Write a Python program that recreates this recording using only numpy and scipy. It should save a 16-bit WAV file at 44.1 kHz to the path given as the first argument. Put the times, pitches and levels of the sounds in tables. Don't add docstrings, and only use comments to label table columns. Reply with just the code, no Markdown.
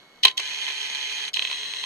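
import sys
import numpy as np
from scipy import signal
from scipy.fft import rfft, irfft, next_fast_len
from scipy.io import wavfile
from scipy.ndimage import uniform_filter1d, map_coordinates

SR = 44100
rng = np.random.default_rng(int(sys.argv[2]) if len(sys.argv) > 2 else 0)


def wav_out(sig):
    wavfile.write(sys.argv[1], SR, np.round(np.clip(np.atleast_2d(sig).T, -1, 1) * 32767).astype(np.int16))


def boost(x):
    u = np.asarray(x, float) / 20
    return 10 ** u


N = 81585
FFT_SIZE = next_fast_len(N + 4096)
SPLIT_HZ, BRIGHT_HZ = 2700, 5200


def unit(x):
    return x / np.sqrt(np.mean(x ** 2))


def walk(rate_hz):
    k = int(SR / rate_hz)
    once = uniform_filter1d(rng.standard_normal(N), k)
    return unit(uniform_filter1d(once, k))


def stereo(left_db, right_db):
    return boost(np.array([[left_db], [right_db]]))


def butter(x, order, hz, kind):
    return signal.sosfilt(signal.butter(order, hz, kind, fs=SR, output="sos"), x)


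def coloured(table, db):
    hz, density_db = np.array(table).T
    log_f = np.log(np.fft.rfftfreq(N, 1 / SR) + 1)
    spectrum = rfft(rng.standard_normal(N)) * boost(np.interp(log_f, np.log(hz), density_db))
    return boost(db) * unit(irfft(spectrum, N))


# f/Hz, level/dB per Hz
ROOM = [(25, -14), (60, -29.5), (130, -10), (300, -7.5), (1300, -9), (1950, -12), (3500, -28), (15000, -36)]
# f/Hz, level/dB per Hz
SIDE_HISS = [(15, -46), (25, -35), (334, -14), (539, -14), (997, -8), (2110, -23.5), (14800, -33)]
# f/Hz, level/dB rms, left-right/dB
WHINE = [(2190, -66.5, -18), (4100, -110, -9), (4500, -82, -33)]


def room():
    t = np.arange(N) / SR
    sign = np.array([[1], [-1]])
    whine = sum(boost(db + 1.5 + sign * pan_db / 2) * np.sin(2 * np.pi * hz * t) for hz, db, pan_db in WHINE)
    tone = coloured(ROOM, -58) * boost(0.13 * walk(24))
    return tone + sign * coloured(SIDE_HISS, -66) + whine


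def mode(hz, width_hz):
    z = np.exp(-2j * np.pi * np.fft.rfftfreq(FFT_SIZE, 1 / SR) / SR)
    r = np.exp(-np.pi * abs(width_hz) / SR)
    e = np.exp(2j * np.pi * hz / SR)
    return (1 - r) * (1 / (1 - r * e * z) - 1 / (1 - r * z / e)) / 2j


def ring(force, response):
    return irfft(rfft(force, FFT_SIZE) * response, FFT_SIZE)[..., :N]


# f/Hz, width/Hz, left/dB, right/dB
HOUSING = [(400, 2500, -33, -36), (958, 222, -19.5, -18), (1061, 145, -21.5, -17), (1833, 190, -20.5, -14),
           (1820, 763, -21, -15), (2016, 270, -7, -6.5), (2309, 646, -13, -6.5), (2522, 272, -19, -2),
           (2933, 221, -20, -0.75), (3086, 196, -14, 1.14), (3293, 181, -3, 1), (3770, 2040, -26.5, -11),
           (3992, 199, -1, -51), (4172, 240, -3, -47)]
# f/Hz, width/Hz, left/dB, right/dB
BARREL = [(4686, 1060, -16, -19.5), (5276, 900, -23, -20), (5920, 525, -12.5, -7.5), (5900, 353, -16, -8.5),
          (6290, 326, -15, -16), (7044, 196, -20.5, -24), (7900, 470, -34, -30.5), (9250, 900, -26.5, -29),
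          (9700, 2500, -29.5, -34), (11210, 1110, -29.5, -37.5), (11950, 1700, -35.5, -37.5),
          (13100, 1500, -38, -55)]
# f/Hz, width/Hz, left/dB, right/dB
BRACKETS = [(4600, 63, -9.5, -12.5), (7650, 230, -31.5, -33), (2150, 22, -12, -60.5), (10270, 14, -29, -29)]
MODES = HOUSING + BARREL + BRACKETS
LEFT_SIGN = [-1, -1, 1, -1, 1, -1, 1, -1, 1, 1, -1, -1, 1, -1, 1, -1, -1, 1, 1, -1, 1, -1, 1, -1, 1, -1, 1,
             1, -1, 1]
RIGHT_SIGN = [-1, -1, 1, -1, 1, -1, 1, -1, 1, -1, 1, -1, 1, 1, 1, -1, 1, -1, 1, -1, 1, -1, 1, -1, 1, 1, 1,
              1, -1, 1]


def body(extra_db):
    response = 0
    for (hz, width_hz, left_db, right_db), a, b, more_db in zip(MODES, LEFT_SIGN, RIGHT_SIGN, extra_db):
        gain = np.array([[a], [b]]) * stereo(left_db, right_db) * boost(more_db)
        response = response + gain * mode(hz, width_hz)
    return response


def tilt(db):
    return np.interp(np.log([m[0] for m in MODES]), np.log((1000, 3500, 6400, 12000)), db)


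def burst(start_s, db, ms):
    u = np.maximum(np.arange(N) / SR - start_s, 0) * 1000 / max(ms, .2)
    return boost(db) * u * np.exp(1 - u) ** 2 * np.resize(rng.standard_normal(2000), N)


def impulse(start_s, db):
    d = np.arange(N) - start_s * SR
    return boost(db) * np.sinc(d) * np.exp(-(d / 8) ** 2)


# t/s, level/dB peak
KNOCKS = [(.2532, 2), (.2569, -3.5), (.2709, -8), (.2802, -11.5), (.533, -22), (.588, -26), (.6665, -21),
          (.6797, -14.5), (.7, -22), (.707, -17), (.7203, -21.5), (1.0738, -21), (1.0958, -25),
          (1.1872, -27), (1.2787, -16), (1.3697, -9), (1.3927, -6.5), (1.4219, -8), (1.4498, -9),
          (1.472, -14.5), (1.4993, -16), (1.5128, -12), (1.5268, -15), (1.5342, -23), (1.5822, -20.5),
          (1.6314, -18), (1.65, -23.5), (1.7361, -15), (1.8379, -13.5)]
# f/Hz, width/Hz, left/dB, right/dB
CARRIER = [(1967, 108, -6.5, -7), (2580, 110, -17, 1), (3238, 87, -8, 1), (4070, 130, 7, -16)]
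LEAD_S, LEAD_DB = .0016, -7
CRACK_HZ, CRACK_MS, CRACK_DB, CRACK_PAN_DB = 3000, .36, -6.5, -13.5


def knocks():
    blows = sum(impulse(s + LEAD_S, db) + impulse(s, db + LEAD_DB) for s, db in KNOCKS)
    rattle = sum(burst(s, db - 20, 1.8) for s, db in KNOCKS)
    u = np.arange(-40, 41) / SR
    wavelet = np.exp(-(u * 1000 / CRACK_MS) ** 2) * np.sin(2 * np.pi * CRACK_HZ * u)
    crack = np.convolve(blows, wavelet, "same")
    shaft = boost(0.76) * mode(1055, 18.6)
    carrier = sum(stereo(left_db, right_db) * mode(hz, width_hz) for hz, width_hz, left_db, right_db in CARRIER)
    path = boost(-3.5) * body(tilt((12, 1, -53, -26))) + shaft + carrier
    pan = stereo(CRACK_PAN_DB / 2, -CRACK_PAN_DB / 2)
    return boost(22.6) * ring(blows + rattle, path) + boost(CRACK_DB) * pan * crack


# t/s, level/dB peak, length/ms, low-mode drive/dB, high-mode drive/dB
CLACKS = [(0.2291, -24, 2, -10, -7), (0.2345, -25, 1.2, -20, 7), (0.2353, -10, 1.4, -19, -5),
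          (0.2383, -27, 1.5, -14, -5), (0.2495, -6.5, 1.05, -0.5, -3), (0.2497, -0.5, 2.57, -9, -24),
          (0.2532, -7, 1.27, -7, 5.5), (0.2577, -8.5, 1.62, -8, -22), (0.267, -24.5, 2, -8.5, -12),
          (0.2809, -8, 1.49, -19, -29), (0.2855, -33, 1.5, -7, -8), (0.3111, -24.5, 1.5, -17, -6),
          (0.3773, -11, 1.82, -8, 2), (0.3835, -32, 1.4, 4, 4), (.394, -24, 3.06, 4.5, -6),
          (0.4003, -18, 0.92, 5, 7), (1.332, -23, 0.99, -20, -8.5), (1.337, -22, 1.6, -33, 5),
          (1.3399, -11, 1.7, -31, -3.5), (1.358, -22.5, 3.7, -8, -16), (1.364, -25, 1.2, -26, 10.5)]
# f/Hz, level/dB, t60/s
RINGS = [(1024, -44, 0.93), (3080, -39, 0.27), (3850, -36, 0.28), (4400, -55, 0.61), (416, -37, 0.15)]
RING_S = .254
CLACK_TILT_DB = (1.5, 0.8, -1.5, 3)


def clacks():
    u = np.maximum(np.arange(N) / SR - RING_S, 0)
    rings = sum(boost(db - 60 * u / t60_s + 0.5 * walk(67)) * np.sin(2 * np.pi * hz * u)
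                for hz, db, t60_s in RINGS)
    bands = 0
    for s, db, ms, low_db, high_db in CLACKS:
        blow = burst(s, db, ms) + impulse(s + ms / 2000, db)
        bands = bands + boost(np.array([[low_db], [0], [high_db]])) * blow
    low, middle, high = bands
    force = butter(low, 3, SPLIT_HZ, "low")
    force = force + butter(middle, 3, (SPLIT_HZ, BRIGHT_HZ), "band")
    force = force + butter(high, 3, BRIGHT_HZ, "high")
    pawl = stereo(4.5, -9) * mode(4090, 170)
    path = body(tilt(CLACK_TILT_DB)) + pawl + boost(-9.0) * mode(1026, 92)
    return boost(16.5) * ring(force, path) + rings


def lighten(force, low_db):
    return butter(force, 3, SPLIT_HZ, "high") + boost(low_db) * butter(force, 3, SPLIT_HZ, "low")


def tooth_impacts(turns):
    size = round(SR / 142)
    teeth = np.tile(rng.standard_normal(size), 2) + boost(-16) * rng.standard_normal(2 * size)
    return map_coordinates(teeth, [turns * size % (2 * size)], mode="grid-wrap")


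def brush_gate(turns, depth, scatter_db, second):
    half = (2 * turns).astype(int)
    press = np.exp(-(2 * turns % 1) / 0.5) * boost(scatter_db * rng.standard_normal(800))[half]
    return 1 + depth * press * np.where(half % 2, second, 1)


HUM = [1, 3, 3.9, 5.21, 6, 6.5, 7, 11, 12, 15, 17, 18, 22, 23, 29, 43, 45, 65]
# left/dB, right/dB, change on the return run/dB
HUM_DB = [(-28, -25.5, 4.5), (-26, -25, -1.5), (-44, -41, 12), (-38, -37, 6), (-34, -28, -1),
          (-30, -27, -2), (-28.5, -31.5, 5.5), (-32, -21.5, -27), (-18, -20.5, -17), (-5.5, -27, -13),
          (-36, -6.5, -33), (-37, -10.5, -15.5), (-19, -12.5, 0), (-53, -12, 10), (-23, -32, -14),
          (-38, -37, -9), (-16.5, -17, 0), (-23, -31, 3)]


def drive_hum(turns, hum_db, back):
    hum = 0
    for order, (left_db, right_db, change_db) in zip(HUM, HUM_DB):
        level_db = np.array([[left_db], [right_db]]) + back * change_db + hum_db + 3.1 * walk(49)
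        hum = hum + boost(level_db) * np.sin(2 * np.pi * (order * turns + rng.random()))
    return hum


STOP_DB_PER_S, SPEED_WANDER = 912, .0012
ENGAGE_S, ENGAGE_RAMP_S, FREE_DB = .028, .0016, -18


def motor(effort, speed, extra_db, hum_db, back, brushes, tick_db, hiss_db):
    t = np.arange(N) / SR
    when, db = np.array(effort).T
    stop_db = STOP_DB_PER_S * np.maximum(t - when[-1], 0)
    gain = boost(np.interp(t, when, db) - stop_db + 0.59 * walk(60))
    turns_per_s = np.interp(t, *np.array(speed).T) * (1 + SPEED_WANDER * walk(55))
    turns = np.cumsum(turns_per_s) / SR
    gate = brush_gate(turns, *brushes)
    impacts = tooth_impacts(turns)
    grit = rng.standard_normal(N) + boost(-3.5) * rng.standard_normal((2, N))
    force = unit(gate * (boost(-5) * impacts + boost(-1.5) * grit))
    treble = signal.sosfiltfilt(signal.butter(4, 5000, "high", fs=SR, output="sos"), force)
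    ticks = unit(sum(np.cos(2 * np.pi * m * turns) for m in range(35, 85, 2)))
    force = force + (boost(hiss_db) - 1) * treble + boost(tick_db + 0.43 * walk(31)) * ticks
    load = np.clip((t - when[0] - ENGAGE_S) / ENGAGE_RAMP_S, 0, 1)
    force = load * force + (1 - load) * lighten(force, FREE_DB)
    path = body(extra_db)
    scale = np.sqrt(np.mean(ring(force, path) ** 2))
    return ring(gain * force, path) / scale + gain * load * drive_hum(turns, hum_db, back)


# t/s, level/dB
JERK = [
    (.229, -97.5),
    (.232, -12.5),
    (.262, -24),
    (.286, -25),
    (.292, -29.5),
    (.316, -41.5),
    (.335, -57),
    (.36, -90),
]
RETURN_BRUSHES = (.6, 2.5, .6)  # depth, scatter/dB, second brush share


def jerk_run():
    return motor(JERK, [(.23, 141.5)], tilt(CLACK_TILT_DB), hum_db=-11, back=0,
                 brushes=RETURN_BRUSHES, tick_db=-20, hiss_db=-4)


# t/s, level/dB
OUT = [
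    (.368, -58),
    (.372, -22.5),
    (.4, -30.5),
    (.43, -31.5),
    (.66, -30.5),
    (.685, -29),
    (.72, -31),
    (1.288, -31),
    (1.3, -45.5),
]
# t/s, rate/turns per s
OUT_SPEED = [(.44, 139), (.46, 143.8), (.515, 141), (.55, 143.4), (.635, 142.2), (.66, 139.3), (.75, 140.3),
             (.79, 142.5), (.81, 141.2), (.88, 140.6), (.905, 143.7), (.96, 141.3), (1.05, 142.3),
             (1.07, 141), (1.16, 143.3), (1.19, 140.9), (1.215, 142.5), (1.25, 139.9)]


def out_run():
    return motor(OUT, OUT_SPEED, tilt((0.078, 0.078, 0.093, 0.15)), hum_db=0, back=0,
                 brushes=(2.2, 3, .2), tick_db=-10.5, hiss_db=-2.5)


# t/s, level/dB
BACK = [
    (1.335, -93),
    (1.338, -26),
    (1.37, -32.5),
    (1.47, -32.5),
    (1.56, -32.5),
    (1.7, -33.5),
    (1.86, -33),
]
# t/s, rate/turns per s
BACK_SPEED = [(1.36, 137), (1.42, 139), (1.435, 142.3), (1.455, 141.5), (1.49, 143.3), (1.53, 140.8),
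              (1.55, 142.7), (1.575, 142.4), (1.59, 141), (1.63, 143.6), (1.67, 141.4), (1.735, 141.1),
              (1.755, 143), (1.782, 142.1), (1.8, 140.3), (1.84, 142.2)]
BACK_DB = [3, -5, 2, -13, 2, 1, -8, -1, 1, -1, 0.5, -4, 5.5, 3.5, -3, 1.5, -0.5, -0.5, -0.5, -3, -7, 3, 1.5,
           1.5, 1.3, -12.5, -1, 9.5, -28, -13]


def back_run():
    return motor(BACK, BACK_SPEED, BACK_DB, hum_db=0.5, back=0.82,
                 brushes=RETURN_BRUSHES, tick_db=-7, hiss_db=-4.5)


def scene():
    runs = jerk_run() + out_run() + back_run()
    camera = butter(runs + clacks() + knocks(), 3, 323, "high")
    return camera + room()


def low_pass(x):
    return signal.sosfilt(signal.butter(12, 14950, fs=SR, output="sos"), x)


def record(dry):
    clip = 1.08
    return low_pass(np.clip(dry, -clip, clip))


dry = scene()
out = record(dry)
wav_out(out)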